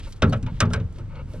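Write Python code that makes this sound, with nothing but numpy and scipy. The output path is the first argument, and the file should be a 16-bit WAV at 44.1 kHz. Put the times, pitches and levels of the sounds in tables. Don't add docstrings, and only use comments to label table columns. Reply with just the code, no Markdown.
import sys
import numpy as np
from scipy.fft import rfft, irfft, next_fast_len
from scipy.io import wavfile
from scipy.ndimage import map_coordinates

SR = 44100
rng = np.random.default_rng(int(sys.argv[2]) if len(sys.argv) > 2 else 0)


def persist_wave(psi):
    counts = np.round(np.clip(psi, -1, 1) * 32767).astype(np.int16)
    wavfile.write(sys.argv[1], SR, np.atleast_2d(counts).T)


N = 61739
T = np.arange(N) / SR


def amp(db):
    return 10 ** (np.asarray(db) / 20)


def unit(x):
    return x / np.sqrt(np.mean(x ** 2) + 1e-20)


def along(points, hz):
    f, value = np.transpose(points)
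    return np.interp(np.log(hz + 1), np.log(f + 1), value)


def filtered(x, response):
    size = next_fast_len(N + 8192)
    return irfft(rfft(x, size) * response(np.fft.rfftfreq(size, 1 / SR)), size)[..., :N]


def noise(spectrum):
    return unit(filtered(rng.standard_normal(N), lambda hz: amp(along(spectrum, hz))))


def wobble(rate):
    return map_coordinates(rng.standard_normal(2048), [T * rate], mode="wrap")


def add(track, s, sound):
    part = track[max(round(s * SR), 0):][:len(sound)]
    part += sound[:len(part)]


def stroke(start, end):
    return np.sqrt(np.abs(np.sin(np.pi * np.clip((T - start) / (end - start), 0, 1))))


def decay(t, t60):
    return np.exp(-np.log(1000) * t / t60)


def ring(modes, rise_s, scatter_db=2, pitch=1, tilt_db=0, phase_spread=1, detune=0, size=32768):
    hz, db, t60 = np.transpose(modes)[:, :, None]
    t = T[:size]
    gain = amp(db + tilt_db * np.log2(hz / hz[0]) + scatter_db * rng.standard_normal(hz.shape))
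    hz = hz * pitch * (1 + detune * rng.standard_normal(hz.shape))
    phase = phase_spread * rng.uniform(-0.57, 0.43, hz.shape)
    partials = gain / np.linalg.norm(gain) * np.sin(2 * np.pi * (hz * t + phase)) * decay(t, t60)
    return np.sqrt(2) * partials.sum(0) * (1 - np.exp(-t / rise_s))


def burst(spectrum, t60_curve, rise_s, tilt_db=0, size=32768):
    tail_db, tail_stretch = -18, 2.5
    hz, t = np.fft.rfftfreq(size, 1 / SR), T[:size]
    colour = amp(along(spectrum, hz) + tilt_db * np.log2(np.clip(hz, 1500, 9000)))
    bins = rfft(unit(irfft(rfft(rng.standard_normal(size)) * colour)))
    centres_hz = np.geomspace(250, 16000, 7)
    out = np.zeros(size)
    for centre, weights in zip(centres_hz, np.eye(len(centres_hz))):
        band = irfft(bins * along(np.c_[centres_hz, weights], hz))
        t60 = along(t60_curve, centre)
        out += band * (decay(t, t60) + amp(tail_db) * decay(t, t60 * tail_stretch))
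    return out * (1 - np.exp(-t / rise_s))


def wind_and_creek():
    # (f/Hz, level/dB)
    rumble_eq = [(12, -6), (26, 7.5), (36, 5), (50, -1.5), (65, -0.5), (100, 3.5), (130, -1.5), (180, -8.5),
                 (250, -16), (330, -21), (700, -76), (3000, -100)]
    wash_eq = [(150, -8.5), (300, 3), (540, -2), (750, -11), (1300, -8), (2000, -16), (3200, -20),
               (5000, -23.5), (8500, -30.5), (12000, -44.5), (16000, -74)]
    # (t/s, level/dB)
    swells = [(0, -36), (.05, -34.5), (.12, -38), (.2, -39.5), (.26, -28), (.55, -30.5), (.86, -29),
              (.93, -39.5), (.98, -36.5), (1.04, -39), (1.17, -31.5), (1.4, -34.5)]
    rumble = amp(np.interp(T, *np.transpose(swells))) * noise(rumble_eq)
    return rumble + amp(-54.5) * noise(wash_eq)


def wind_buffet():
    # (f/Hz, level/dB)
    buffet_eq = [(10, -9), (28, -8), (60, -8.5), (150, -32.5), (600, -36), (3000, -64)]
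    return amp(-46.5) * noise(buffet_eq)


def net_rustle():
    # (start t/s, end t/s, level/dB, brightness/dB per octave)
    moves = [(-.02, 0.017, -46.5, -2), (0.016, 0.088, -49.5, -1), (0.07, 0.124, -56.5, 6.5),
             (.15, 0.189, -62, 3), (0.24, 0.387, -58.5, 1), (0.496, 0.64, -56, -3),
             (0.694, 0.775, -57, 4.5), (0.913, 1.02, -64.5, 2.5), (1.272, 1.42, -62.5, 6.5)]
    # (f/Hz, level/dB)
    net_eq = [(400, -4.5), (1500, -4), (3300, 3.5), (5500, -4.5), (9500, -14), (12500, -20.5), (16000, -56)]
    out = np.zeros(N)
    for start, end, db, bright_db in moves:
        hiss = noise([(hz, level + bright_db * np.log2(hz)) for hz, level in net_eq])
        grain = amp(2.1 * wobble(rate=650))
        out += amp(db) * stroke(start, end) * unit(hiss * grain)
    return out


def hoop_scrape():
    # (start t/s, end t/s, level/dB)
    drags = [(.065, .095, -47), (.465, .515, -49), (.955, 1.03, -55), (1.09, 1.16, -50.5),
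             (1.145, 1.225, -43), (1.27, 1.42, -54.5)]
    # (f/Hz, width/Hz, level/dB)
    resonances = [(521, 52, 6), (603, 78, 0), (897, 69, 2), (1330, 126, -3), (1500, 66, -6),
                  (2214, 84, -4.5), (2760, 170, -7.5), (2940, 570, -15.5), (4370, 340, -21.5)]
    slips_per_s = 5000
    slips = (rng.random(N) < slips_per_s / SR) * rng.standard_normal(N)

    def body(hz):
        return sum((-1) ** k * amp(db) * 1j * hz * width / (centre ** 2 - hz ** 2 + 1j * hz * width)
                   for k, (centre, width, db) in enumerate(resonances))

    envelope = sum(amp(db) * stroke(start, end) for start, end, db in drags)
    return envelope * unit(filtered(slips, body))


def wire_ticks():
    # (t/s, tick level/dB, brightness/dB per octave, fastener level/dB)
    contacts = [(0.1232, -39, 0, -70), (0.163, -58.5, 3.5, -79), (0.2945, -50, 19, -42),
                (0.371, -60, 16, -87), (0.653, -41.5, -11, -87), (0.925, -61.5, 13, -82),
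                (0.958, -52, -10, -81), (1.154, -50, -10.5, -60), (1.299, -48, -26, -86)]
    # (f/Hz, t60/s)
    tick_eq = [(500, -17), (1500, -12), (3200, 2), (6000, -0.5), (9000, -11.5), (12500, -20.5),
               (16000, -30.5)]
    tick_t60 = [(1000, 0.019), (4000, 0.041), (12000, 0.036)]
    # (f/Hz, level/dB, t60/s)
    fastener_modes = [(4440, 8.5, 0.051), (5970, -13, .04), (8300, -14, .03)]
    out = np.zeros(N)
    for s, tick_db, bright_db, fastener_db in contacts:
        add(out, s, amp(tick_db) * burst(tick_eq, tick_t60, rise_s=0.00059, tilt_db=bright_db))
        add(out, s, amp(fastener_db) * ring(fastener_modes, rise_s=0.0017))
    return out


def hull_booms():
    # (t/s, level/dB, tilt/dB per octave, pitch
    booms = [(0.2292, -9, 3, 0.93), (0.2786, -17, -1.5, 1.16), (.322, -18.5, 1, 0.93),
             (0.4305, -24, -1, 1.05), (0.5, -30, -10, 1.2), (0.6244, -11, -2.5, 0.96),
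             (0.6739, -23, 4, 1.0), (0.7651, -17.5, -6.5, .97), (0.816, -36, -5, 1.03),
             (1.005, -27.5, -8, 1), (1.3418, -34.5, -3, 1.02)]
    # (f/Hz, level/dB, t60/s)
    modes = [(77, -24.5, 0.85), (99.03, -1.5, 0.43), (119.4, -3, .35), (160, -4.5, 0.25), (179.3, -10, 0.5),
             (239.4, -4.5, 0.25)]
    out = np.zeros(N)
    for s, db, tilt_db, pitch in booms:
        boom = ring(modes, rise_s=0.0037, scatter_db=1, pitch=pitch, tilt_db=tilt_db, phase_spread=0.1)
        add(out, s, amp(db) * boom)
    return out


def frame_snap():
    # (f/Hz, t60/s)
    snap_eq = [(1500, -49), (3500, -6.5), (5400, -4.5), (7000, -11.5), (8500, -7), (10000, -22.5),
               (12000, -29.5), (15500, -36)]
    snap_t60 = [(2000, 0.043), (5500, 0.022), (9000, 0.033), (14000, 0.036)]
    # (f/Hz, level/dB, t60/s)
    modes = [(5160, -4.5, 0.048), (5490, 4, 0.025), (5920, -2, 0.049), (6440, -7, 0.034),
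             (7520, -36.5, 0.016), (8030, -13.5, 0.02)]
    return burst(snap_eq, snap_t60, rise_s=0.0003) + amp(-3) * ring(modes, rise_s=0.0003)


def frame_clack():
    # (f/Hz, t60/s)
    clack_eq = [(150, -33), (500, -16.5), (900, -1), (1500, 3.5), (1900, -2.5), (2800, 0), (3800, -2.5),
                (4500, -9.5), (6500, -8.5), (10000, -67.5), (16000, -86)]
    clack_t60 = [(400, 0.48), (1000, 0.15), (2500, 0.084), (5000, 0.036), (12000, 0.016)]
    # (f/Hz, level/dB, t60/s)
    modes = [(1050, -1, .09), (1570, -7, .11), (1915, -3, .12), (2230, 0, .11), (2450, -2, .1),
             (2895, -2, .11), (3030, -5, .1), (3630, -2, .08), (3880, -4, .08)]
    return burst(clack_eq, clack_t60, rise_s=0.0005) + amp(-7) * ring(modes, rise_s=0.0005)


def pot_knocks():
    # (t/s, deck level/dB, deck tilt/dB per octave,
    # gunwale level/dB, gunwale pitch ratio, clack level/dB, snap level/dB)
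    blows = [(.2210, -18.5, 4.5, -15.5, 1.065, -19.5, -36.5), (.2380, -24, -9.5, -36, 0.96, -38.5, -55),
             (0.324, -24.5, 31, -28, 1.03, -35, -55), (0.33, -35.5, 26, -37.5, 1.2, -31.5, -44),
             (0.427, -34.5, -41.5, -64.5, 0.35, -47, -46), (0.4639, -47.5, 16, -35.5, 0.73, -40, -56),
             (0.6038, -25, -2.5, -15, 0.94, -18.5, -19), (0.6213, -26, 2, -24.5, 1.0, -35.5, -65),
             (0.703, -36, 10, -33.5, 1.065, -47, -70), (0.7339, -28.5, 3, -27, 1.22, -27.5, -29.5),
             (.7425, -36, 11, -33, 1.03, -39, -47), (.7590, -33.5, 11, -50, 1.3, -43.5, -60),
             (0.799, -44, -11, -63, 1.2, -45.5, -70), (0.984, -41.5, -1.5, -49, 1.0, -50.5, -54.5),
             (1.335, -36, 13.5, -50, 1.22, -53, -54.5)]
    # (f/Hz, level/dB, t60/s)
    gunwale_modes = [(1212, -6, .11), (1272.4, 0.5, 0.096), (1306, 1, 0.07), (1348, -9, 0.1),
                     (1454, -11, .1), (1580, -10.5, 0.07)]
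    deck_modes = [(286, -8, 0.14), (373, -4.5, 0.22), (423.2, -6, 0.33), (450, -7.5, 0.3), (509, -15, 0.39),
                  (545.6, -4.5, 0.19), (607.5, -3, 0.13), (698.7, -14, 0.08)]
    gunwale_delay_s, deck_delay_s = 0.0093, 0.00094
    out = np.zeros(N)
    for s, deck_db, tilt_db, gunwale_db, pitch, clack_db, snap_db in blows:
        add(out, s, amp(snap_db) * frame_snap())
        add(out, s, amp(clack_db) * frame_clack())
        gunwale = ring(gunwale_modes, rise_s=0.0011, pitch=pitch, phase_spread=0.39)
        add(out, s + gunwale_delay_s, amp(gunwale_db) * gunwale)
        deck = ring(deck_modes, rise_s=0.002, tilt_db=tilt_db, detune=0.034)
        add(out, s + deck_delay_s, amp(deck_db) * deck)
    return out


def scene():
    # (f/Hz, phase/rad)
    pan = [(200, 0.5), (1300, 0.5), (2600, 1.5), (4400, 0), (8100, -5), (14000, 0)]
    phase_lead = [(0, 0), (3450, -1.24), (4650, -1.37), (6500, -1.85), (8000, -1.58), (10000, -1.17),
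                  (13000, -2)]
    # (f/Hz, level/dB)
    echo_eq = [(60, -33), (150, -34), (350, -18), (1500, -13.5), (5000, -33.5), (14000, -30)]
    echo_s = 0.0063
    sides = np.array([[1], [-1]])

    def placement(hz):
        lead = np.interp(hz, *np.transpose(phase_lead))
        return amp(sides * along(pan, hz) / 2) * np.exp(0.5j * sides * lead)

    mono = pot_knocks() + hull_booms() + wire_ticks() + net_rustle() + hoop_scrape() + wind_and_creek()
    echo = filtered(mono, lambda hz: amp(along(echo_eq, hz)) * np.exp(-2j * np.pi * hz * echo_s))
    return filtered(mono, placement) + sides * (echo + wind_buffet())


def record(dry):
    return filtered(dry, lambda hz: hz < 15700)


dry = scene()
out = record(dry)
persist_wave(out)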